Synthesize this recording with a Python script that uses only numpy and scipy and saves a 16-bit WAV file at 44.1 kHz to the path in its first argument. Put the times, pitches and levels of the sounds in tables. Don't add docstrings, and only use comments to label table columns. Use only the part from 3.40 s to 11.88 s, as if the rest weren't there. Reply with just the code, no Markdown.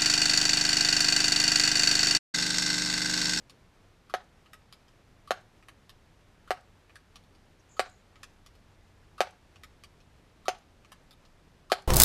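import sys
import numpy as np
from scipy import signal
from scipy.fft import rfft, irfft
from scipy.io import wavfile

SR = 44100
rng = np.random.default_rng(int(sys.argv[2]) if len(sys.argv) > 2 else 0)


def wrap_up_sound(samples):
    columns = np.atleast_2d(samples).T
    tamed = np.clip(columns, -1, 1)
    steps = np.round(tamed * 32767).astype(np.int16)
    wavfile.write(sys.argv[1], SR, steps)


N = 373791

# t/s, relative level/dB
SLAMS = [(.7399, -13.5), (1.908, -9.5), (3.107, -10), (4.395, -9), (5.806, -8), (7.0828, -7.5),
         (8.3193, -5)]
TREBLE_DB, TREBLE_PER_DB = 3.5, 1.39


def forearm_slams():
    out, t = np.zeros(N), np.arange(18000) / SR
    for start, db in SLAMS:
        treble_db = TREBLE_DB + TREBLE_PER_DB * db
        chatter = from_db(-17) * rng.standard_normal(len(t)) * np.exp(-t / 0.0014)
        force = np.diff(chatter, prepend=0)
        force[0] = -1
        tilt = lambda hz: treble_db * np.clip(np.log2(hz / 1500), 0, 2) / 2
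        ring = rifle_body(force, tilt, spread_db=1.8)
        crack = from_db(treble_db - 2.5) * band(force, 1740, 12600)
        add(out, from_db(db) * shelter(ring + crack), start - .0003)
    return out


# f/Hz, relative level/dB, t60/s
RIFLE_MODES = [(219, -5.5, 0.04), (396.4, -14, 0.064), (541, -19, 0.024), (605, -8, 0.0075),
               (680, -28, 0.08), (736.7, -20.5, 0.13), (793, -12.5, 0.017), (1146, -21, 0.027),
               (1279, -31, 0.086), (1480, -6, 0.0052), (1840, -30, 0.012), (2140, -16, 0.0053),
               (2680, -4.5, 0.0016), (3980, -7, 0.0026), (4700, -54, 0.0067), (5610, -19, 0.0028),
               (6200, -31.5, 0.017)]


def rifle_body(force, colour_db, spread_db):
    out, chance = np.zeros(len(force)), rng.standard_normal(len(RIFLE_MODES))
    for k, (hz, db, t60) in enumerate(RIFLE_MODES):
        r, w = from_db(-60 / (t60 * SR)), 2 * np.pi * hz / SR
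        gain = from_db(db + colour_db(hz) + spread_db * chance[k])
        out += signal.lfilter([0, gain * np.sin(w)], [1, -2 * r * np.cos(w), r * r], force + 1e-18)
    return signal.sosfilt(signal.butter(6, 360, "high", fs=SR, output="sos"), out)


# t/s, relative level/dB
RELEASES = [(1.06, -45), (2.2263, -45.5), (3.496, -44), (4.7576, -42.5), (6.159, -42), (7.4481, -42.5)]
OPENINGS = [(1.1344, -33.5), (2.286, -35), (3.5575, -35.5), (4.833, -29), (6.2359, -33), (7.5205, -34)]
STOPS = [(.0972, -37.5), (1.3261, -35), (2.4945, -35.5), (3.7578, -35), (5.0628, -39.5), (6.4373, -35),
         (7.7094, -41)]
SETTLES = [(3.838, -52.5), (5.1522, -51), (7.729, -46.5)]
TURNS = [(1.482, -49), (3.9505, -51), (6.604, -49), (7.8523, -48)]
CATCHES = [(.697, -37.5), (1.875, -36), (3.076, -42), (4.368, -39.5), (5.781, -35), (7.056, -35),
           (8.300, -30.5)]
# events, part/dB, broad/dB, tube/dB, bright/dB, lead-in/ms, decay/ms, part's f/Hz
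CONTACTS = [(RELEASES, 3.2, 1.9, 2.7, -10, 1.2, 1.5, 2570), (OPENINGS, 2.1, 7, 1.1, 2, 4.0, 1.14, 1870),
            (STOPS, 2.1, 5.4, -2.7, 2.3, 1.497, 1.9, 3850), (SETTLES, 2.1, 5.5, -2.5, 2.5, 1.56, 2, 3900),
            (TURNS, 6, -1.5, -1.5, -7, 1.155, 2.2, 4200), (CATCHES, -1.5, -0.41, 10.8, -1.6, 3.1, 10, 3900)]


def linkage_clicks():
    out, t_ms = np.zeros(N), np.arange(5000) / SR * 1000
    tube_colour = lambda hz: -45 * abs(np.log2(hz / 1230))
    for events, part_db, broad_db, tube_db, bright_db, lead_ms, decay_ms, part_hz in CONTACTS:
        touch_at = round(lead_ms / 1000 * SR)
        rise = np.minimum(t_ms / lead_ms, 1) ** 2
        swell = rise * np.exp(-np.maximum(t_ms - lead_ms, 0) / decay_ms)
        for start, db in events:
            touch = rng.choice([-1, 1]) * (np.arange(len(t_ms)) == touch_at)
            force = rng.standard_normal(len(t_ms)) * swell + from_db(14) * touch
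            layers = [(part_db, band(force, part_hz / 1.67, part_hz * 1.29)),
                      (broad_db, band(force, 790, 5260)),
                      (tube_db, rifle_body(band(touch, 1060, 1440), tube_colour, spread_db=7.0)),
                      (bright_db, band(force, 4000, 13000))]
            click = sum(from_db(db + share_db) * unit_energy(layer) for share_db, layer in layers)
            add(out, shelter(click), start - touch_at / SR)
    return out


# delay t/s, level/dB, low edge f/Hz
ECHOES = [(.0016, -6, 90), (.0065, -18.5, 920), (.0095, -8, 450), (0.016, -33, 990)]
# start t/s, level/dB, t60/s, low f/Hz, high f/Hz
SCATTER = [(.005, -23.5, 0.072, 1300, 12200), (0.027, -44, 0.27, 824, 8600), (0.066, -49, 0.09, 600, 7310),
           (0.103, -46, 0.03, 6000, 11000)]


def shelter(sound):
    t = np.arange(len(sound)) / SR
    direct = 1. * (t == 0)
    response = direct.copy()
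    for delay, db, low_hz in ECHOES:
        response += from_db(db) * np.roll(band(direct, low_hz, 14600), round(delay * SR))
    for start, db, t60, low_hz, high_hz in SCATTER:
        rise = np.clip((t - start) / 0.0039 + 1, 0, 1)
        decay = from_db(db - 60 * np.maximum(t - start, 0) / t60)
        response += band(rng.standard_normal(len(t)) * rise * decay, low_hz, high_hz)
    return signal.fftconvolve(sound, response)


# f/Hz, relative level/dB
WOOD_SPECTRUM = [(12, -34), (20, 6.5), (44, 2), (96, -0.5), (255, -7), (1290, -16), (1400, -16),
                 (1760, -17.5), (3440, -22.5), (5850, -27.5), (12100, -37), (14300, -43), (16000, -69)]
HISS_DB = -65


def woodland():
    hz = np.maximum(np.fft.rfftfreq(N, 1 / SR), 1)
    knot_hz, knot_db = np.transpose(WOOD_SPECTRUM)
    spectrum = rfft(rng.standard_normal(N)) * from_db(np.interp(np.log(hz), np.log(knot_hz), knot_db))
    bass = 1 / (1 + (hz / 200) ** 4)
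    hiss, rumble = irfft(spectrum * (1 - bass), N), irfft(spectrum * bass, N)
    gain = from_db(HISS_DB) / np.std(hiss)
    return gain * (hiss * from_db(0.41 * drift(7.8)) + rumble * from_db(0.86 * drift(4)))


# t/s, f/Hz, level/dB
ENGINE = [(0, 127, -83), (1.3, 113.3, -73), (2.0, 103.6, -69.5), (3.1, 92.3, -69), (4.5, 91.2, -69.5),
          (5.9, 93.3, -67.5), (6.5, 84, -71.5), (7.5, 79.8, -68)]


def far_engine():
    t = np.arange(N) / SR
    times, pitches, levels = np.transpose(ENGINE)
    db = np.interp(t, times, levels) + drift(1)
    hz = np.interp(t, times, pitches) + 3 * drift(4.52)
    fade = np.clip(7.9 - t, 0, 1)
    return np.sqrt(2) * from_db(db) * fade * sine(hz)


# t/s, length/s, first f/Hz, last f/Hz, level/dB
CHIRPS = [(4.19, 0.027, 6300, 5460, -70), (4.287, 0.11, 7140, 6780, -60.5), (4.448, 0.029, 6500, 5600, -65),
          (4.464, 0.1, 7350, 6800, -65.5), (4.562, 0.054, 7300, 7000, -75)]


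def bird():
    out = np.zeros(N)
    for start, length, first_hz, last_hz, db in CHIRPS:
        t = np.arange(round(length * SR)) / SR
        glide_hz = first_hz + (last_hz - first_hz) * t / length
        wander = 1.5 * np.cumsum(rng.standard_normal(len(t))) / 40
        trill_hz = 500 * np.sin(2 * np.pi * 330 * t + wander)
        throb = 1 + .4 * np.sin(2 * np.pi * 45 * t)
        swell = np.sin(np.pi * (t / length) ** 0.68) ** .5
        add(out, from_db(db) * throb * swell * sine(glide_hz + trill_hz), start)
    blur = rng.standard_normal(3000) * np.exp(-np.arange(3000) / SR / 0.0086)
    return signal.fftconvolve(out, unit_energy(blur))[:N]


def from_db(db):
    return 10 ** (np.asarray(db) / 20)


def unit_energy(x):
    return x / np.sqrt(np.sum(x ** 2))


def sine(hz):
    return np.sin(2 * np.pi * np.cumsum(hz) / SR)


def band(x, low_hz, high_hz):
    return signal.sosfilt(signal.butter(2, [low_hz, high_hz], "band", fs=SR, output="sos"), x)


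def drift(rate_hz):
    r = np.exp(-2 * np.pi * rate_hz * 40 / SR)
    slow = signal.lfilter([1], [1, -2 * r, r * r], rng.standard_normal(N // 40 + 2002))[2000:]
    slow /= np.sqrt(np.mean(slow ** 2))
    return np.interp(np.arange(N) / 40, np.arange(len(slow)), slow)


def add(out, sound, start):
    at = round(start * SR)
    out[at:at + len(sound)] += sound[:N - at]


def scene():
    dulling = signal.butter(2, 12000, fs=SR, output="sos")
    rifle = signal.sosfilt(dulling, forearm_slams() + linkage_clicks())
    return (rifle + woodland() + far_engine() + bird())[None]


def record(dry):
    return signal.sosfilt(signal.cheby2(12, 60, 16400, fs=SR, output="sos"), dry)


dry = scene()
out = record(dry)
wrap_up_sound(out)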